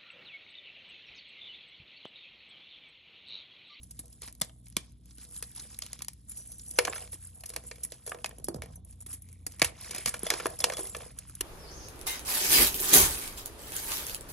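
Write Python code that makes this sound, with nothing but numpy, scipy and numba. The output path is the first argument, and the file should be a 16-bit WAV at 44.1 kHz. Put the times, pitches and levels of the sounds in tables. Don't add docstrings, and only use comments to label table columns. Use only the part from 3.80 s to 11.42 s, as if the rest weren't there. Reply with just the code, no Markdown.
import sys
import numpy as np
from scipy import signal
from scipy.fft import rfft, irfft, next_fast_len
from scipy.io import wavfile
from scipy.ndimage import uniform_filter1d
from numba import njit

SR = 44100
rng = np.random.default_rng(int(sys.argv[2]) if len(sys.argv) > 2 else 0)


def wav_record(signal):
    frames = np.transpose(np.atleast_2d(signal))
    bounded = np.clip(frames, -1, 1)
    quanta = np.round(bounded * 32767).astype(np.int16)
    wavfile.write(sys.argv[1], SR, quanta)


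N = 336042
T = np.arange(N) / SR

# (time [s], thump pitch [Hz], thump peak [dB], knock pitch [Hz], knock peak [dB],
#  edge peak [dB], dust fizz peak [dB], snap time [ms], kept within 0.7 to 12)
CRACK_EVENTS = [(0.029, 270, -63, 1020, -79, -47.5, -38, 15),
                (0.107, 230, -60.5, 4040, -66, -42.5, -35.5, 9.2),
                (0.189, 253, -44.5, 3660, -44.5, -35.5, -29, 13), (0.256, 230, -77, 4000, -88, -54, -44, 3),
                (0.28, 230, -72, 4000, -74, -50, -50, 1.6), (0.326, 231, -62, 4180, -75, -44.5, -45.5, 5.8),
                (0.419, 456, -50, 3870, -46, -36, -28.5, 0.51), (0.429, 383, -52, 4170, -40, -49, -46, 9.2),
                (0.476, 230, -52, 3880, -39, -38, -42, 1.1), (0.482, 370, -56, 1950, -41.5, -36, -37, 2.2),
                (0.525, 260, -74, 3760, -70, -46, -37.5, 2.1), (0.55, 260, -78, 3950, -67, -46, -40.5, 2),
                (0.599, 300, -85, 4200, -56, -47, -46, 2.6), (0.612, 656, -68, 3500, -29, -24, -19.5, 4.2),
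                (0.616, 680, -32.5, 3470, -22.5, -12, -17, 2.6),
                (0.646, 615, -52, 3750, -62, -44, -38, 2.3),
                (0.694, 617, -53, 2800, -45.5, -47.5, -54, 3.4),
                (0.867, 261, -71, 2310, -53, -47.5, -57, 2.1),
                (0.883, 260, -75, 3520, -66, -59, -38.5, 1.7), (0.9, 260, -75, 3800, -68, -50, -41, 1.5),
                (0.924, 260, -70, 2800, -64, -48, -48, 2.3), (0.966, 378, -31, 3000, -18, -11.5, -19, 3),
                (1.06, 230, -67, 4000, -68, -68, -54, 2.3), (1.12, 230, -69, 4000, -68, -65.5, -47, 2),
                (1.256, 230, -69, 3000, -68, -52, -45.5, 3), (1.307, 230, -76, 3100, -63, -44, -64, 7.5),
                (1.382, 230, -49, 4050, -52, -41, -39, 2.2), (1.448, 232, -58, 3880, -70, -41, -46, 3),
                (1.51, 230, -103, 4000, -70, -49, -37, 2), (1.545, 230, -85, 4000, -65, -39, -40, 3),
                (1.563, 237, -79, 1700, -51, -36, -32, 2.3), (1.624, 494, -45, 2500, -33.5, -29, -24.5, 4),
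                (1.714, 230, -68, 3000, -60, -55, -38, 2.4), (1.749, 230, -58, 3500, -67, -47, -37, 2.3),
                (1.76, 230, -68, 3520, -63, -40, -35, 4.5), (1.794, 230, -53, 3700, -46, -31.5, -40, 13),
                (1.818, 390, -58, 2370, -75, -63.5, -37, 3.6),
                (1.944, 230, -67, 4000, -47, -35, -48.5, 1.9), (1.988, 820, -61, 2300, -39, -36, -25, 1.9),
                (2.02, 260, -73, 3900, -40, -22, -48, 4.4), (2.034, 250, -64, 4070, -64, -60, -42, 2.1),
                (2.063, 230, -68, 2760, -42, -30, -32, 2.2), (2.13, 710, -52, 4660, -35, -24.5, -28, 2.6),
                (2.19, 230, -57, 3330, -45, -36, -40, 2.4), (2.206, 500, -56, 1810, -39, -56, -54, 1.2),
                (2.219, 228, -52, 3250, -37.5, -29, -23.5, 4.6),
                (2.246, 237, -65, 4170, -43, -34, -34, 2.3), (2.282, 230, -63, 2350, -37, -23, -23.5, 2.9),
                (2.332, 230, -79, 4150, -72, -45.5, -39, 2.8), (2.493, 230, -72, 4000, -74, -59, -29, 16),
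                (2.515, 260, -59, 3850, -46, -42, -31, 7.5), (2.545, 600, -64, 2000, -59, -53, -48, 2),
                (2.569, 230, -57, 4200, -66, -44, -33, 16), (2.716, 250, -60, 3000, -70, -41.5, -34, 8.7),
                (2.794, 248, -56, 4200, -75, -34.5, -54, 6.2), (2.861, 250, -59, 3000, -73, -44, -44, 6.3),
                (2.909, 300, -51, 4220, -64, -34, -27.5, 5), (2.986, 560, -23.5, 2340, -7.5, -10, -10, 5.7),
                (3.049, 680, -33, 2400, -22, -18, -24.5, 5.4), (3.071, 695, -36, 2390, -27, -26, -32, 6.2),
                (3.078, 630, -24, 1000, -21, -52, -44, 3.3), (3.096, 484, -36, 900, -48, -52, -40, 4.5),
                (3.125, 750, -52, 3200, -27.5, -34, -49, 5.4), (3.132, 726, -37, 2620, -22, -37, -38, 1.6),
                (3.157, 596, -40, 1350, -31, -32, -35, 9.9), (3.179, 594, -42, 1850, -31.5, -44, -42, 3.4),
                (3.222, 490, -63, 2500, -55, -78, -48, 3), (3.274, 490, -53, 2500, -42.5, -42, -53, 3.2),
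                (3.33, 490, -45, 2270, -44, -40, -34.5, 4.5), (3.34, 298, -49, 2670, -51, -41.5, -36, 10),
                (3.605, 253, -72, 4160, -69, -43, -38.5, 7.2),
                (3.635, 725, -47.5, 2420, -36.5, -38, -35, 5.2),
                (3.657, 230, -60, 3130, -66, -35, -28.5, 7.8),
                (3.691, 230, -67, 4070, -65, -38, -32.5, 5.7),
                (3.7, 473, -45, 3720, -39.5, -34.5, -32.5, 3.2),
                (3.735, 504, -53, 1770, -40, -39, -38, 8.8),
                (3.761, 487, -38, 2460, -27, -24.5, -24.5, 4.6),
                (3.836, 500, -47, 2000, -56, -51, -41, 5.3), (3.911, 476, -38, 2280, -33, -29, -43, 6),
                (3.955, 400, -72, 3220, -48, -45, -44, 7.3), (3.982, 500, -50.5, 2000, -49, -56, -47, 2),
                (4.032, 370, -57, 3900, -58, -30.5, -22.5, 17), (4.047, 230, -50, 1950, -44, -41, -25, 5.8),
                (4.12, 507, -38, 3250, -40, -30, -32, 1.56), (4.262, 576, -43, 3500, -44, -36, -31.5, 8.9),
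                (4.274, 482, -34, 1030, -39, -33.5, -33, 6.7), (4.293, 460, -47, 900, -56, -34.5, -35, 6.3),
                (4.317, 677, -27, 1170, -22.5, -52, -47, 4.4),
                (4.345, 617, -33.5, 1100, -33, -37, -46, 2.4), (4.386, 500, -54, 2500, -43, -50, -52, 2.3),
                (4.443, 700, -26, 2500, -18, -18.5, -39, 3.4),
                (4.458, 470, -62, 2400, -30, -25.5, -27, 5.8), (4.492, 460, -52, 890, -43, -50, -33.5, 1.4),
                (4.509, 505, -48, 1860, -40, -46, -52, 4), (4.582, 294, -42, 2890, -54, -45, -38, 6.3),
                (4.597, 405, -43.5, 1990, -63, -51, -49, 4), (4.641, 230, -48, 3390, -72, -38, -24, 9.7),
                (4.683, 320, -24.5, 1080, -36.5, -48, -21, 5.7),
                (4.744, 490, -29.5, 4110, -66, -33.5, -34, 1.5),
                (4.758, 347, -35.5, 1140, -57, -54, -41, 8.1),
                (4.82, 630, -37.5, 2250, -30, -28.5, -30, 0.8),
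                (4.834, 480, -37.5, 2970, -56, -57, -37, 3.4), (4.858, 503, -47, 2000, -45, -51, -43, 2.5),
                (4.955, 234, -62, 930, -57, -60, -38, 7.2), (5.047, 225, -71, 4190, -69.5, -58.5, -42, 5.7),
                (5.124, 230, -70, 2500, -62, -49.5, -44.5, 8.2), (5.204, 232, -61, 970, -66, -52, -41, 15),
                (5.223, 400, -59, 2000, -53.5, -52, -47, 2), (5.261, 298, -49, 3380, -46, -43, -33.5, 10),
                (5.327, 229, -57.5, 3140, -50.5, -43, -30, 14), (5.335, 251, -49, 3290, -52, -42, -31, 14),
                (5.419, 230, -63.5, 2140, -67.5, -51, -36, 8), (5.487, 233, -74, 2220, -54, -48.5, -45, 2),
                (5.527, 230, -74, 2200, -55, -50, -41.5, 2),
                (5.664, 313, -40.5, 4400, -29.5, -25.5, -21.5, 6.9),
                (5.72, 230, -65, 2170, -53, -41, -37.5, 2.2), (5.785, 300, -62, 2200, -51, -50, -46, 2.3),
                (5.794, 430, -61, 2270, -35.5, -30, -30.5, 6), (5.806, 500, -63, 2320, -38, -46, -53, 1.6),
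                (5.817, 693, -15.5, 2200, -5.5, -5, -16, 3.34), (5.825, 620, -45, 2470, -15, -17, -15.5, 2),
                (5.843, 790, -49, 2640, -20, -19.5, -17.5, 10), (6.01, 230, -57, 3670, -60, -53, -30, 3.3),
                (6.047, 790, -58, 3920, -39, -43, -33, 1.2), (6.093, 507, -48, 3500, -44, -38, -43, 3),
                (6.107, 394, -45.5, 2280, -35, -27.5, -27, 8), (6.131, 576, -48, 3000, -36, -44, -62, 4.5),
                (6.145, 244, -43.5, 2140, -33, -28, -27, 11), (6.16, 585, -42, 2320, -31.5, -31, -29, 4.2),
                (6.18, 378, -43, 1890, -37, -26.5, -29.5, 6),
                (6.258, 575, -31.5, 1940, -21, -14, -19.5, 4.5),
                (6.271, 238, -40, 2240, -25.5, -27, -31, 15), (6.29, 740, -59, 3400, -51, -25.5, -26, 7.1),
                (6.339, 590, -36.5, 1420, -22.5, -28.5, -29.5, 7.3),
                (6.391, 755, -57, 4180, -49, -37, -30.5, 6.1),
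                (6.431, 366, -28.5, 3330, -33.5, -45, -22, 3.7),
                (6.465, 604, -29.5, 2100, -29, -33, -25.5, 4.3),
                (6.502, 705, -25, 3380, -11.5, -10, -20.5, 2.06),
                (6.51, 800, -26, 1450, -21, -41, -45, 4.7), (6.52, 487, -26.5, 1910, -29, -42, -43, 2.4),
                (6.537, 415, -29, 1580, -23, -20, -31, 3.4),
                (6.598, 530, -32.5, 1380, -23.5, -31, -36.5, 8.1),
                (6.656, 416, -21.5, 1020, -14, -26, -27, 3.6), (6.665, 594, -27, 1000, -26, -26, -20, 3.2),
                (6.7, 430, -64, 940, -49, -54, -33, 3.9), (6.789, 298, -66, 1270, -56, -38, -24.5, 5.8),
                (6.802, 556, -37.5, 4160, -43, -26, -25, 10),
                (6.84, 700, -24.5, 2800, -11.5, -7.5, -17.5, 4.1),
                (6.846, 540, -25, 1770, -24, -39, -32, 2.3), (6.898, 564, -26, 2190, -21, -27.5, -31, 3.7),
                (6.919, 530, -30, 1200, -28.5, -29, -35, 14), (6.934, 530, -34, 1240, -31, -27.5, -31, 5.7),
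                (6.968, 506, -38, 2800, -30.5, -27, -27, 3.6), (6.979, 595, -36, 3680, -36, -40, -27, 9.7),
                (6.989, 410, -33, 950, -33, -32, -31, 18), (7.069, 605, -55, 3430, -59, -35, -32, 7.6),
                (7.094, 450, -79, 900, -71, -41, -29.5, 6.5), (7.147, 640, -32, 1740, -24, -31.5, -40, 5.2),
                (7.165, 474, -36, 1000, -45, -34, -30, 5.6),
                (7.204, 640, -39.5, 1090, -36.5, -62, -52, 6.5),
                (7.386, 288, -69, 2210, -58, -34, -27.5, 4.8),
                (7.495, 294, -54, 1260, -44.5, -42, -38, 3.3), (7.551, 394, -113, 4130, -81, -38.5, -30, 3),
                (7.607, 372, -31, 2910, -25.5, -20.5, -18, 4.8)]
# (pitch [Hz], width [Hz], relative level [dB])
CHUNK_TONES = [(1060, 550, -6), (1788, 163, -1.5), (2276, 240, -6), (3557, 300, -12)]
EDGE_TONES = [(4647, 3570, 7), (5030, 3110, 9), (8620, 3380, -8.5)]
DUST_TONES = [(8510, 1300, -6), (10635, 348, 4.5), (11940, 3000, -10)]
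PAN_SPREAD_DB = 0.7


def cracks(crumble_db=-26, crumble_s=0.016, apart=0.3):
    out = np.zeros((2, N + 3072))
    t = np.arange(3072) / SR
    for s, tub_hz, tub_db, knock_hz, knock_db, edge_db, dust_db, ms in CRACK_EVENTS:
        fractures = rng.standard_normal((3, len(t))) * undb(2.0 * rng.exponential(size=len(t)))
        noise = fractures[0] + apart * fractures[1:]
        pan_db = PAN_SPREAD_DB * rng.standard_normal()
        length = np.clip(ms, 0.7, 12) / 1000

        spread = np.minimum(t / (0.00074 + 0.2 * length), 1) ** 2
        snap = noise * spread * np.exp(-1.6 * t / length)
        crumble = noise * undb(crumble_db) * np.exp(-t / crumble_s) * np.minimum(t / length, 1)
        run = snap + crumble

        jolt = signal.unit_impulse(len(t), int((0.001 + 0.2 * length) * SR))
        push = jolt + 0.77 * snap[0] / np.sqrt(np.sum(snap[0] ** 2))
        shove = band(band(push, tub_hz, 0.47 * tub_hz), tub_hz, 0.47 * tub_hz)

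        thump = peak(0.25 * tub(shove) + 3.8 * shove, tub_db)
        knock = peak(band(run, knock_hz, 0.075 * knock_hz) + 0.18 * body(run, CHUNK_TONES), knock_db)
        edge = peak(body(run, EDGE_TONES), edge_db)
        fizz = peak(body(snap, DUST_TONES), dust_db)
        tilt = undb([[pan_db / 2], [-pan_db / 2]])
        i = int(s * SR)
        out[:, i:i + len(t)] += tilt * (thump + knock + edge + fizz)
    return out[:, :N]


# (pitch [Hz], relative level [dB], time to fade by 60 dB [s])
TUB_MODES = [(192, -6.5, 0.043), (339.8, 3.5, 0.27), (385.4, 4.5, 0.28), (445, 0.5, 0.089),
             (489.2, 10.5, 0.13), (518, -5, 0.027), (611, 0, 0.13), (658, 5.5, 0.032), (736, 1, 0.055),
             (913, 0.5, 0.05), (1024, 0.5, 0.05)]
TUB_LEANS = [0.23, -0.12, -0.2, 0.3, 0.081, -2.8, -0.48, 1, -3.09, -0.75, -1.9]


def tub(push, reach=lambda hz: 1):
    widths = [ring_width(t60) for _, _, t60 in TUB_MODES]
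    power = sum(undb(2 * db) * np.pi * w / SR for (_, db, _), w in zip(TUB_MODES, widths))
    out = 0
    for (hz, db, _), width, side in zip(TUB_MODES, widths, TUB_LEANS):
        mode = reach(hz) * undb(db) * band(push, hz, width)
        out = out + mode * np.array([[1 + side], [1 - side]])
    return out / np.sqrt(power)


# (time [s], peak [dB], pitch around which the tub rings most [Hz])
DROP_EVENTS = [(2.987, -11, 460), (2.995, -24.5, 527), (3.053, -29, 505), (3.095, -32.5, 485),
               (3.912, -37, 490), (4.121, -59, 490), (4.319, -36, 614), (4.445, -34, 594),
               (4.685, -29, 346), (4.686, -31, 654), (4.745, -31, 496), (4.752, -38, 450),
               (4.766, -43, 392), (6.433, -41, 380), (6.466, -31, 620), (6.657, -21.5, 443),
               (6.843, -23.5, 507), (6.901, -39, 520), (6.991, -26, 382), (7.152, -35, 520),
               (7.262, -36, 490), (6.508, -29, 430)]
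DROP_SPREAD_OCT = 0.33


def drops():
    out = np.zeros((2, N + 8192))
    blow = np.pad(np.hanning(40), (0, 8192 - 40))
    for s, peak_db, centre_hz in DROP_EVENTS:
        rung = tub(blow, lambda hz: nearness(hz, centre_hz, DROP_SPREAD_OCT))
        i = int(s * SR)
        out[:, i:i + len(blow)] += peak(rung, peak_db)
    return out[:, :N]


# (pitch [Hz], relative level [dB], time to fade by 60 dB [s])
SHARD_MODES = [(2070, 11, 0.036), (3420, 3, 0.053), (4470, 3, 0.054), (5200, 5, 0.015), (6000, 2.5, 0.073),
               (7300, 10, 0.019)]
# (time [s], peak [dB], pitch around which the shard rings most [Hz])
CLINK_EVENTS = [(0.328, -70, 4260), (1.29, -57, 6800), (2.909, -48.5, 6800), (4.645, -36, 5600),
                (4.668, -45, 4440), (4.685, -32.5, 4650), (4.742, -40, 5300), (4.765, -48.5, 6160),
                (6.457, -30, 6970), (6.467, -24, 3560), (6.788, -33, 6100), (6.803, -22, 3800),
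                (6.819, -32, 2940), (6.944, -36, 3400), (6.975, -38, 3500), (7.053, -42, 2870)]
CLINK_SPREAD_OCT = 0.4
CLINK_S = 0.0015


def clinks():
    out = np.zeros(N + 4096)
    t = np.arange(4096) / SR
    for s, peak_db, centre_hz in CLINK_EVENTS:
        touch = rng.standard_normal(len(t)) * np.exp(-t / CLINK_S)
        rung = sum(undb(db) * nearness(hz, centre_hz, CLINK_SPREAD_OCT) * band(touch, hz, ring_width(t60))
                   for hz, db, t60 in SHARD_MODES)
        i = int(s * SR)
        out[i:i + len(t)] += peak(rung, peak_db)
    return out[:N]


# (time [s], grit level [dB], powder level [dB], level of crumbs on the tub [dB])
GRIT_LEVELS = [(0.0, -70, -64.5, -73), (0.38, -74, -69, -77.5), (0.8, -85, -69, -76),
               (1.0, -64, -84.5, -88), (1.2, -85, -76.5, -86), (1.3, -69, -65, -82),
               (1.55, -64, -56, -72.5), (2.14, -52.5, -58, -66), (2.33, -77, -85, -93),
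               (2.43, -77, -69, -82), (2.6, -64.5, -55.5, -76), (2.84, -65, -52, -73),
               (2.97, -57, -47, -60), (3.14, -51.5, -55, -47.5), (3.4, -68.5, -60, -83),
               (3.65, -71, -57, -64), (3.84, -63, -60, -60), (4.16, -64, -57.5, -71),
               (4.691, -76, -74, -72), (4.97, -82.5, -76, -65.5), (5.03, -91.5, -93.5, -74),
               (5.19, -79, -79, -71), (5.45, -77.5, -65, -83.5), (5.64, -76.5, -68, -72.5),
               (5.94, -72.5, -73, -77), (6.02, -48, -49.5, -62), (6.35, -55.5, -50, -60),
               (6.66, -59.5, -57, -59), (7.04, -53, -42, -52), (7.32, -65.5, -60, -64),
               (7.62, -65, -62.5, -75)]
# (time [s], level [dB])
COARSE_SHARE = [(0, -12.5), (2.9, -13.5), (3.0, -9), (5.0, -9.5), (5.9, -9), (6.4, -6.5), (7.62, -6)]
COARSE_SHARP, FINE_SHARP = 6, 7.5
GRIT_TRAIL_DB, GRIT_TRAIL_T60_S = -35, 0.053
POWDER_TRAIL_DB, POWDER_TRAIL_T60_S = -42.5, 0.09
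CRUMB_TRAIL_DB, CRUMB_TRAIL_T60_S = -20.5, 0.23
TICKS_PER_S, TICK_DB, TICK_DUST_DB, TICK_S = 50, 3, 0, 0.0013


def grit():
    s, *columns = np.transpose(GRIT_LEVELS)
    rub, dust, patter = (undb(np.interp(T, s, c)) for c in columns)
    _, _, tub_db, _, _, edge_db, dust_db, _ = np.transpose(CRACK_EVENTS)
    _, _, scrape_grit_db, scrape_powder_db = np.transpose(SCRAPE_EVENTS)
    surge = undb(2.3 * walk(40))

    coarse = undb(follow(COARSE_SHARE)) * grains(800, 848, 3340, COARSE_SHARP, hiss=0.5)
    shared = grains(900, 2770, 10040, FINE_SHARP, hiss=0.26)
    differing = grains(1100, 5000, 5300, FINE_SHARP, hiss=0.41)
    fine = undb(-6) * (shared + 0.5 * np.array([[1], [-1]]) * differing)
    powder_grains = grains(750, 9660, 6800, 5.7, hiss=0.3)
    powder = undb(2 * walk(40)) * unit(body(powder_grains, DUST_TONES))
    crumbs = unit(tub(grains(250, 220, 680, 1.3, hiss=0.31)))

    shed = rub + strokes(scrape_grit_db) + trail(edge_db + GRIT_TRAIL_DB, GRIT_TRAIL_T60_S)
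    puffed = dust + strokes(scrape_powder_db) + trail(dust_db + POWDER_TRAIL_DB, POWDER_TRAIL_T60_S)
    dropped = patter + trail(tub_db + CRUMB_TRAIL_DB, CRUMB_TRAIL_T60_S)

    start = (rng.random(N) < TICKS_PER_S / SR) * undb(2.3 * rng.standard_normal(N))
    tick = fade(start, TICK_S) * rng.standard_normal(N)
    hard_ticks = undb(TICK_DB) * shed * (body(tick, EDGE_TONES) + 0.17 * body(tick, CHUNK_TONES))
    dust_ticks = undb(TICK_DUST_DB) * dust * body(tick, DUST_TONES)
    rubbing = shed * unit(coarse + fine) + puffed * powder + dropped * crumbs
    return surge * rubbing + hard_ticks + dust_ticks


# (start time [s], length [s], grit level [dB], powder level [dB])
SCRAPE_EVENTS = [(0.406, 0.11, -49.5, -48.5), (0.853, 0.053, -72, -62), (0.997, 0.18, -69, -93),
                 (1.228, 0.23, -82, -73), (1.367, 0.11, -56.5, -57.5), (1.551, 0.069, -58, -53),
                 (1.627, 0.023, -44, -68), (1.752, 0.1, -53, -50), (2.475, 0.13, -62.5, -50),
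                 (3.122, 0.11, -48.5, -46), (3.316, 0.05, -54, -39.5), (3.397, 0.12, -60, -48),
                 (3.64, 0.19, -62, -93), (3.856, 0.052, -104, -48), (4.118, 0.052, -64, -58),
                 (4.258, 0.085, -60, -49), (4.83, 0.17, -68.5, -70), (4.92, 0.042, -68, -55),
                 (5.057, 0.14, -71, -58), (5.202, 0.033, -75, -50.5), (5.278, 0.12, -55, -44),
                 (5.693, 0.11, -59, -53.5), (5.818, 0.088, -39, -43), (6.265, 0.037, -37.5, -32),
                 (6.407, 0.31, -45, -50), (7.163, 0.18, -57, -78), (7.37, 0.14, -62, -79)]
SCRAPE_RISE = 0.28


def strokes(level_db):
    out = 0
    for (s, length, *_), db in zip(SCRAPE_EVENTS, level_db):
        corners = s + length * np.array([0, SCRAPE_RISE, 1])
        out = out + undb(db) * np.interp(T, corners, [0, 1, 0])
    return out


def trail(peak_db, t60):
    start = np.zeros(N)
    start[(np.transpose(CRACK_EVENTS)[0] * SR).astype(int)] = undb(peak_db)
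    return fade(start, t60 / np.log(1000))


# (time [s], level [dB])
HOLLOW_LEVEL = [(5.35, -93), (5.45, -74), (5.65, -83), (5.9, -65), (5.96, -63), (6.02, -58), (6.22, -52.5),
                (6.3, -80)]
HOLLOW_HZ, HOLLOW_WIDTH_HZ = 2200, 550


def hollow():
    grind = band(grains(300, 1800, 3200, COARSE_SHARP, hiss=0.3), HOLLOW_HZ, HOLLOW_WIDTH_HZ)
    return undb(follow(HOLLOW_LEVEL)) * unit(grind)


# (time [s], peak [dB], pitch [Hz], length before a 1.8-fold stretch [s])
SQUEAK_EVENTS = [(2.479, -45, 7200, 0.045), (2.553, -49, 5940, 0.055), (2.617, -50, 6060, 0.12),
                 (3.16, -44, 6270, 0.018), (3.84, -48, 7400, 0.034), (2.8, -44.5, 7240, 0.015),
                 (2.856, -53, 5930, 0.03), (2.954, -41.5, 6130, 0.014), (3.092, -29.5, 7320, 0.011),
                 (4.947, -53, 6030, 0.019), (7.066, -41, 7400, 0.039)]


def squeaks():
    out = np.zeros(N)
    stutter = undb(3 * walk(60))
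    for s, peak_db, hz, length in SQUEAK_EVENTS:
        i, n = int(s * SR), int(1.8 * length * SR)
        rough = stutter[i:i + n] * rng.standard_normal(n)
        whistle = band(band(rough, hz, 300), hz, 300)
        out[i:i + n] += peak(np.hanning(n) * whistle, peak_db)
    return out


# (time [s], peak [dB], pitch [Hz])
BUMP_EVENTS = [(0.617, -33.5, 169), (0.968, -31, 192), (4.682, -36.5, 190), (4.747, -33, 202),
               (4.759, -34, 151), (4.789, -37.5, 70), (5.819, -22.5, 310), (5.822, -31.5, 170),
               (5.827, -35, 116), (5.857, -36.5, 72.6), (6.258, -42, 128), (6.435, -35.5, 190)]


def bumps():
    out = np.zeros(N)
    blow = signal.unit_impulse(4096)
    for s, peak_db, hz in BUMP_EVENTS:
        i = int(s * SR)
        thud = band(band(blow, hz, 0.61 * hz), hz, 0.61 * hz)
        out[i:i + len(blow)] += peak(thud, peak_db)
    return out


ROOM_T60_S, ROOM_DB = 0.26, -18


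def room(x):
    t = np.arange(SR // 2) / SR
    noise = rng.standard_normal((2, len(t))) * (t > 0.004)
    dull = signal.sosfilt(signal.butter(1, 4000, fs=SR, output="sos"), noise)
    bright = noise - dull
    tail = dull * undb(-60 * t / ROOM_T60_S) + bright * undb(-60 * t / (0.5 * ROOM_T60_S))
    tail = tail / np.sqrt(np.sum(tail ** 2) / 2)
    return undb(ROOM_DB) * signal.fftconvolve(x, tail, axes=1)[:, :N]


# (pitch before a slight waver [Hz], peak before a slow sway [dB])
HUM_TONES = [(59, -53.5), (119, -59), (180, -68.5), (238, -68.5), (297, -73.5)]
# (time [s], peak [dB])
DRONE_LEVEL = [(0, -68), (2.5, -68), (3.1, -53), (3.5, -50), (3.8, -66), (4.6, -64), (4.9, -51),
               (5.75, -49), (5.95, -68), (7.0, -66), (7.62, -58)]
# (time [s], level [dB])
RUMBLE_LEVEL = [(0, -57.5), (2, -56.5), (4.3, -58.5), (4.8, -48.5), (5.3, -58.5), (6.2, -52), (7.62, -54)]
# (pitch [Hz], relative level per Hz [dB])
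AIR_COLOUR = [(30, -35), (45, -2.5), (75, -4.5), (140, -6.5), (220, -10.5), (350, -19.5), (600, -38.5),
              (1500, -82.5), (3500, -32.5), (7000, -56.5), (10500, -56), (12000, -100)]


def background(apart=0.25):
    turn = 2 * np.pi * (T + np.cumsum(0.00519 * walk(3.6)) / SR)
    sway = undb(2 * walk(5))
    hum = sway * sum(undb(db) * np.sin(hz * turn) for hz, db in HUM_TONES)
    drone = undb(follow(DRONE_LEVEL)) * np.sin(87.5 * turn)
    mid, side = (unit(colour(rng.standard_normal(N), AIR_COLOUR)) for _ in range(2))
    air = mid + apart * side * np.array([[1], [-1]])
    bass = signal.sosfilt(signal.butter(2, 300, fs=SR, output="sos"), air)
    return hum + drone + undb(follow(RUMBLE_LEVEL)) * bass + undb(-61.5) * (air - bass)


def undb(db):
    return 10 ** (np.asarray(db) / 20)


def unit(x):
    return x / np.sqrt(np.mean(x ** 2))


def peak(x, db):
    return x * undb(db) / np.max(np.abs(x))


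def follow(points):
    return np.interp(T, *np.transpose(points))


def fade(start, seconds):
    return signal.lfilter([1], [1, -np.exp(-1 / (seconds * SR))], start)


def ring_width(t60):
    return np.log(1000) / np.pi / t60


def nearness(hz, centre_hz, spread_oct):
    return np.exp(-(np.log2(hz / centre_hz) / spread_oct) ** 2)


def band(x, hz, width):
    g = np.tan(np.pi * width / SR)
    return signal.lfilter([g, 0, -g], [1 + g, -2 * np.cos(2 * np.pi * hz / SR), 1 - g], x)


def body(x, tones):
    power = sum(undb(2 * db) * np.pi * width / SR for _, width, db in tones)
    rung = sum((-1) ** k * undb(db) * band(x, hz, width) for k, (hz, width, db) in enumerate(tones))
    return rung / np.sqrt(power)


def colour(x, points, lag=((0, 0), (1, 0))):
    size = next_fast_len(N)
    hz, db = np.transpose(points)
    f = np.arange(size // 2 + 1) * SR / size
    gain = undb(np.interp(np.log(f + 1), np.log(hz), db))
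    turn = np.exp(-1j * np.interp(f, *np.transpose(lag)))
    return irfft(rfft(x, size) * gain * turn, size)[:N]


def walk(rate):
    k = int(SR / rate)
    held = np.repeat(rng.standard_normal(N // k + 1), k)
    return 1.213 * uniform_filter1d(uniform_filter1d(held, k), k)[:N]


@njit
def ring(x, hz, width):
    y, b, l = np.empty(len(x)), 0., 0.
    for i in range(len(x)):
        g, k = np.tan(np.pi * hz[i] / SR), width[i] / hz[i]
        v = (b + g * (x[i] - l)) / (1 + g * (g + k))
        b, l, y[i] = 2 * v - b, l + 2 * g * v, k * v
    return y


def grains(per_s, lo_hz, hi_hz, sharp, hiss, scatter_db=3.8, grain_s=0.0022):
    start = rng.random(N) < per_s / SR
    size = start * undb(scatter_db * np.minimum(rng.exponential(size=N), 3))
    swell = unit(fade(size, grain_s)) + hiss
    pitches = lo_hz * (hi_hz / lo_hz) ** rng.random(N // 16)
    hz = pitches[np.cumsum(start)]
    return unit(ring(swell * rng.standard_normal(N), hz, hz / sharp))


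def scene():
    chalk = cracks() + drops() + clinks() + grit() + hollow() + squeaks() + bumps()
    direct = chalk * undb([[-0.5], [0.5]])
    return direct + room(chalk.mean(axis=0, keepdims=True)) + background()


# (pitch [Hz], gain [dB])
PORT_COLOUR = [(100, -1), (4000, -2), (8000, 0.5), (10500, 4.5), (12000, -1), (13500, -16.5), (16000, -12)]
# (pitch [Hz], phase lag [radians])
RIGHT_LAG = [(0, 0), (520, -0.4), (2670, 0.5), (3960, 0.5), (4310, 1.1), (5510, 6.3), (6370, 6.6),
             (8180, 9.4), (9040, 8.9), (9910, 9.5), (11800, 12.3), (13800, 12.7), (14800, 15.5),
             (16000, 15.6)]
TOP_HZ = 16400


def record(dry):
    ports = np.array([colour(dry[0], PORT_COLOUR), colour(dry[1], PORT_COLOUR, RIGHT_LAG)])
    return signal.sosfilt(signal.ellip(10, 0.2, 95, TOP_HZ, fs=SR, output="sos"), ports)


dry = scene()
out = record(dry)
wav_record(out)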